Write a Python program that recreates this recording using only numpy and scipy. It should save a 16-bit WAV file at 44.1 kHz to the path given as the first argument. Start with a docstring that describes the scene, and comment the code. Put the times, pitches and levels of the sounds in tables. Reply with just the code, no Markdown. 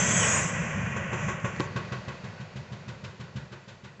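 """Last train car rolling away

The car recedes along ballasted track and under a road bridge. Rough wheels and rail rumble and
roar, rubbing steel sings and squeals, and it all fades into a distant wash. Once a wheel turn a
flat spot strikes the rail: a thud of the track with a steel clank, scattered by trees and the
bridge. A few sharp snaps cut through along the way."""
import sys
import numpy as np
from scipy import signal
from scipy.fft import rfft, irfft
from scipy.io import wavfile
from scipy.ndimage import uniform_filter1d

SR = 44100
rng = np.random.default_rng(int(sys.argv[2]) if len(sys.argv) > 2 else 0)


def generate_wav(signal):
    """Clip the signal to [-1, 1] and save it as 16-bit WAV at the path in sys.argv[1]."""
    frames = np.transpose(np.atleast_2d(signal))
    scaled = np.clip(frames, -1, 1) * 32767
    pcm = np.round(scaled).astype(np.int16)
    wavfile.write(sys.argv[1], SR, pcm)


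N = 176400

# Hits of the flat spot. Each row: start in seconds, then thud, clank and treble in relative dB.
BLOWS = [(.960, -21.5, -32.5, -62), (1.125, -28, -29.5, -55), (1.280, -20.5, -27.5, -60),
         (1.441, -17.5, -28.5, -67), (1.597, -21, -30.5, -47), (1.757, -21, -31.5, -40.5),
         (1.917, -22, -33.5, -42.5), (2.077, -25, -36.5, -46), (2.237, -26.5, -42, -49.5),
         (2.398, -28.5, -46.5, -51.5), (2.556, -27, -47, -48), (2.717, -27, -45, -48.5),
         (2.876, -28.5, -41.5, -46), (3.035, -28.5, -41, -45), (3.195, -29.5, -43.5, -49),
         (3.355, -23, -42.5, -47), (3.515, -34.5, -43, -51), (3.675, -37, -46.5, -50),
         (3.834, -34, -46.5, -52), (3.991, -37.5, -39, -54)]
# Steel snaps. Each row: start in seconds, then crack and knock in relative dB.
SNAPS = [(1.4005, -37, -70), (1.5625, -27, -50), (1.5714, -49, -53), (1.598, -21, -29.5),
         (1.6041, -17.5, -35)]
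# Slaps off the bridge. Each row: delay in seconds, level against the thud in dB when fully wet.
BRIDGE_ECHOES = [(0.0154, -5.5), (0.0247, -7.5)]
# Wheel squeals. Each row: centre and half length in seconds, pitch and wander in Hz, level in dB.
SQUEALS = [(.235, 0.022, 2960, 60, -32.5), (0.31, .04, 6750, 10, -30), (2.365, 0.074, 1490, 9.7, -55)]

# Struck bodies. Each row: pitch in Hz, relative level in dB, time to fall 60 dB in seconds.
TRACK_MODES = [(78, -27.5, .08), (114, -10.5, 0.09), (132.3, 1, 0.074), (165, -6, 0.04), (185, -3.5, .055)]
WHEEL_MODES = [(564, -4, 0.15), (1050, -3.5, 0.3), (1104, 2.5, 0.25), (1129, -3.5, 0.42),
               (1536, -13.5, 0.2), (1880, -15, 0.23), (1995, -9.5, 0.13), (2420, -10.5, 0.17)]
KNOCK_MODES = [(165, -0.5, 0.046), (257, 0, .05), (300, 6.5, 0.043), (355, 4.5, 0.046), (430, -13, .05),
               (556, -5, .05)]

# Ringing peaks in noise. Each row: centre in Hz, half width in Hz, relative level in dB.
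WHEEL_RAIL_PEAKS = [(568, 83, 2.5), (1098, 17, 7.5), (1508, 118, 4.5), (1946, 16, -0.5), (1926, 39, 0.5),
                    (2444, 20, 2.5)]
FAR_RAIL_PEAKS = [(375, 12, -3.5), (555, 89, -1), (964, 110, -4), (1470, 91, 2), (1970, 70, -2.5),
                  (2560, 47, 5.5), (4480, 150, -2)]
SING_PEAKS = [(3250, 160, -15), (4540, 10, -19), (5070, 90, -23), (5595, 14, -8), (5700, 30, -14),
              (6228, 20, -1), (6455, 60, -6), (6790, 18, 0), (6930, 50, -10), (7210, 22, -7),
              (7308, 16, -3), (7392, 22, -3), (7465, 35, -4), (7620, 90, -11), (7890, 45, -7),
              (8105, 40, -11)]

# EQ curves for the noise layers. Each row: frequency in Hz, relative level in dB.
THUD_TAIL_EQ = [(30, -27.5), (70, -9.5), (110, 0.5), (140, -0.5), (190, -4.5), (240, -17), (400, -31.5)]
CLANK_EQ = [(150, -14.5), (290, -11), (350, 4), (430, -2.5), (540, 0), (750, -7.5), (950, -0.5),
            (1270, -5.5), (1550, -2), (2500, -9), (3500, -16), (5000, -46), (9000, -46)]
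TREBLE_EQ = [(1200, -12), (2800, 14.5), (4000, 12.5), (5500, 6), (7500, 2.5), (9000, -42)]
RUMBLE_EQ = [(20, -35.5), (40, -27), (65, -9.5), (90, -3), (115, 0), (165, 2.5), (215, -1.5), (250, -13),
             (400, -26), (900, -69)]
ROAR_EQ = [(120, -19.5), (270, -4.5), (540, 0.5), (760, -2), (1000, 1.5), (1270, -2), (1550, -1.5),
           (1900, 2.5), (2700, 0.5), (3300, -11), (3700, -25.5), (4300, -28), (6000, -27), (9000, -48)]
WASH_EQ = [(120, -13.5), (290, -7), (370, -0.5), (600, -1), (760, -4), (1490, -9.5), (2600, -13.5),
           (3500, -13), (4450, -14), (5500, -17.5), (7100, -19.5), (8000, -37.5), (10000, -68)]
HISS_EQ = [(2500, -21), (3500, -6), (4300, -17), (5200, -7.5), (6200, 4.5), (6700, 3), (7400, 4),
           (8000, -23), (9000, -29)]

# Fader moves as the car leaves. Each row: time in seconds, relative level in dB.
RUMBLE_FADER = [(0, -29), (.4, -32), (.55, -31.5), (.77, -31), (1.05, -35.5), (1.25, -33.5), (1.4, -39),
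                (1.8, -40), (2.03, -44), (2.35, -49), (2.5, -53), (2.8, -46), (3.3, -51.5), (3.55, -57.5),
                (4, -55)]
ROAR_FADER = [(0, -28.5), (.17, -28.5), (.23, -26.5), (.31, -28.5), (.39, -27.5), (.47, -33.5), (.8, -35.5),
              (1.1, -37), (1.25, -36), (1.38, -41), (1.56, -41), (1.72, -47), (2, -50), (2.36, -53.5),
              (3.5, -59.5), (4, -61)]
SING_FADER = [(0, -27.5), (.24, -27.5), (.35, -30.5), (.44, -37), (.53, -46.5), (.8, -66.5), (1.5, -71.5),
              (1.7, -79.5)]
HISS_FADER = [(0, -34.5), (.26, -31.5), (.42, -35), (.53, -44), (.8, -50), (1.1, -56.5), (1.19, -50),
              (1.23, -47.5), (1.32, -50), (1.39, -58.5), (1.47, -52), (1.54, -56.5), (1.65, -56),
              (1.72, -82)]

ECHO_GROWTH_DB_PER_S, ECHO_FULL_S = 10, 2.43  # echoes gain on the thud as the wheel recedes
FIRST_RISE_S, SMEAR_S_PER_S = 0.0043, 0.0026  # clank attacks soften with distance
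WHEEL_NEAR_S, WHEEL_FADE_DB_PER_S = 1.66, 9.5  # the wheel's ring falls off either side of this time
WASH_FROM_S, WASH_RISE_S, WASH_FADE_DB_PER_S = 1.577, 0.1, 5.5
FAR_RAIL_GAIN, WHEEL_RAIL_GAIN = 0.67, 0.86  # strength of the peaks over the broad noise


def flat_spot_thuds():
    """The flat spot pounds the track on its sleepers; the bridge adds two echoes and a low tail."""
    out, t = np.zeros(N), np.arange(SR // 2) / SR
    scatter = noise(eq(THUD_TAIL_EQ))
    for at, db, _, _ in BLOWS:
        thud = undb(db - 1.4) * struck(t, TRACK_MODES, rise=0.0056)
        wet = undb(ECHO_GROWTH_DB_PER_S * min(at - ECHO_FULL_S, 0))
        onset = at - .003  # just ahead of the clank
        add(out, onset, thud)
        for delay, echo_db in BRIDGE_ECHOES:
            add(out, onset + delay, wet * undb(echo_db) * thud)
        i = rng.integers(N - len(t))
        tail = scatter[i:i + len(t)] * envelope(t, rise=0.018, t60=0.25)
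        add(out, at + 0.02202, np.sqrt(wet) * undb(db - 13) * tail)
    low_band = signal.butter(2, [65, 246], "bandpass", fs=SR, output="sos")
    return signal.sosfilt(low_band, out)


def flat_spot_clanks():
    """The same blows clank the steel and ring the wheel, with bright grit on top."""
    out, size = np.zeros(N), SR // 2
    t = np.arange(size) / SR
    steel_bed = noise(eq(CLANK_EQ) * (1 + FAR_RAIL_GAIN * resonances(FAR_RAIL_PEAKS)))
    grit_bed = noise(eq(TREBLE_EQ))
    for at, _, clank_db, treble_db in BLOWS:
        # Half the noise power repeats every turn, so the hits sound related.
        i = rng.integers(size, N - size)
        steel, grit = (np.sqrt(.5) * (bed[:size] + bed[i:i + size]) for bed in (steel_bed, grit_bed))
        rise = FIRST_RISE_S + SMEAR_S_PER_S * (at - BLOWS[0][0])
        steel *= envelope(t, 1.18 * rise, t60=0.063, tail_db=-7.5, tail_t60=0.39)
        grit *= envelope(t, rise, t60=.1, tail_db=-13, tail_t60=0.52)
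        wheel_db = clank_db + 2 - WHEEL_FADE_DB_PER_S * abs(at - WHEEL_NEAR_S)
        add(out, at, undb(clank_db - 3) * steel)
        add(out, at, undb(wheel_db) * struck(t, WHEEL_MODES, rise))
        add(out, at, undb(treble_db - 1.5) * grit)
    return out


def rolling():
    """Rough wheels shake the track and ring the steel; as the roar dies, a distant wash takes over."""
    rumble = noise(eq(RUMBLE_EQ)) * fader(RUMBLE_FADER) * undb(drift(17) - 1)
    roar = noise(eq(ROAR_EQ) * (1 + WHEEL_RAIL_GAIN * resonances(WHEEL_RAIL_PEAKS)))
    roar *= fader(ROAR_FADER) * undb(.5 * drift(40))
    since = np.arange(N) / SR - WASH_FROM_S
    wash = noise(eq(WASH_EQ) * (1 + FAR_RAIL_GAIN * resonances(FAR_RAIL_PEAKS)))
    wash *= undb(-45.5 - WASH_FADE_DB_PER_S * since + .5 * drift(12))
    fade_in = (1 + np.tanh(since / WASH_RISE_S)) / 2
    return rumble + roar + wash * fade_in


def wheel_singing():
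    """Wheels rub sideways on the curve: high modes shimmer, and the hiss swells with each blow."""
    shimmer = np.zeros(N)
    for hz, width, db in SING_PEAKS:
        band = noise(resonances([(hz, width, db)]))
        shimmer += band * undb(db + 3.1 * drift(9)) * np.sqrt(width)
    drive = np.ones(N)
    kick = undb(4) * envelope(np.arange(SR // 2) / SR, rise=0.0067, t60=0.13)
    for at, *_ in BLOWS:
        add(drive, at, kick)
    hiss = noise(eq(HISS_EQ)) * drive * fader(HISS_FADER)
    return unit(shimmer) * fader(SING_FADER) * undb(-1.5) + hiss * undb(-1)


def steel_snaps():
    """Steel ticks lightly, then snaps twice with a short hollow knock."""
    out, t = np.zeros(N), np.arange(SR // 8) / SR
    crack_eq = eq([(200, -1), (1000, 11.5), (2500, 9.5), (4500, 0.5), (8000, -19)])
    for at, crack_db, knock_db in SNAPS:
        crack = noise(crack_eq)[:len(t)] * envelope(t, rise=0.00076, t60=0.005)
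        add(out, at, undb(crack_db - 2.5) * crack)
        add(out, at, undb(knock_db + 10) * struck(t, KNOCK_MODES, rise=0.0015))
    return out


def wheel_squeals():
    """Now and then one wheel mode swells into an unsteady tone."""
    out, t = np.zeros(N), np.arange(N) / SR
    for centre, half_length, hz, wander, db in SQUEALS:
        pitch = hz + wander * drift(150)
        tone = np.sin(2 * np.pi * np.cumsum(pitch) / SR)
        swell = np.exp(-((t - centre) / half_length) ** 2)
        out += tone * undb(db + 1.5 * drift(90)) * swell
    return out


def struck(t, modes, rise):
    """Decaying modes, slightly detuned from hit to hit; peak 1."""
    x = np.zeros(len(t))
    for hz, db, t60 in modes:
        pitch = hz + 2 * rng.standard_normal()
        x += undb(db) * np.sin(2 * np.pi * pitch * t) * envelope(t, rise, t60)
    return x / np.abs(x).max()


def envelope(t, rise, t60, tail_db=-100, tail_t60=.1):
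    """Shape of a hit: attack, quick decay and a scattered tail; times in seconds, peak 1."""
    attack = 1 - np.exp(-(t / rise) ** 2)
    decay = undb(-60 * t / t60)
    tail = undb(tail_db - 60 * t / tail_t60)
    shape = attack * np.hypot(decay, tail)
    return shape / shape.max()


def noise(gain):
    """Noise shaped by a gain per frequency; rms 1."""
    return unit(irfft(rfft(rng.standard_normal(N)) * gain, N))


def resonances(peaks):
    """Gain per frequency of a bank of resonators with steep skirts."""
    f = np.arange(N // 2 + 1) * SR / N
    return sum(undb(db) / (1 + ((f - hz) / width) ** 2) for hz, width, db in peaks)


def eq(points):
    """Gain per frequency along an EQ curve."""
    hz, db = np.array(points).T
    f = np.arange(N // 2 + 1) * SR / N
    return undb(np.interp(np.log(f + 1), np.log(hz), db))


def fader(points):
    """Gain over time along a fader move."""
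    seconds, db = np.array(points).T
    return undb(np.interp(np.arange(N) / SR, seconds, db))


def drift(rate_hz):
    """Smooth random wobble; rms 1."""
    hold = int(SR / rate_hz)
    steps = np.repeat(rng.standard_normal(N // hold + 1), hold)
    return unit(uniform_filter1d(uniform_filter1d(steps, hold), hold)[:N])


def add(out, at, x):
    """Mix x in at a time in seconds."""
    i = min(max(int(at * SR), 0), N)
    out[i:i + len(x)] += x[:N - i]


def undb(db):
    """Decibels to gain."""
    return 10 ** (np.asarray(db) / 20)


def unit(x):
    """Scale to rms 1."""
    return x / np.sqrt(np.mean(x ** 2) + 1e-20)


def scene():
    """The mono mix, heard from beside the track."""
    wheels = rolling() + wheel_singing() + wheel_squeals()
    return (wheels + flat_spot_thuds() + flat_spot_clanks() + steel_snaps())[None]


def record(dry):
    """A steep low-pass takes off the air above 8350 Hz."""
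    return signal.sosfilt(signal.ellip(10, .2, 80, 8350, fs=SR, output="sos"), dry)


dry = scene()
out = record(dry)
generate_wav(out)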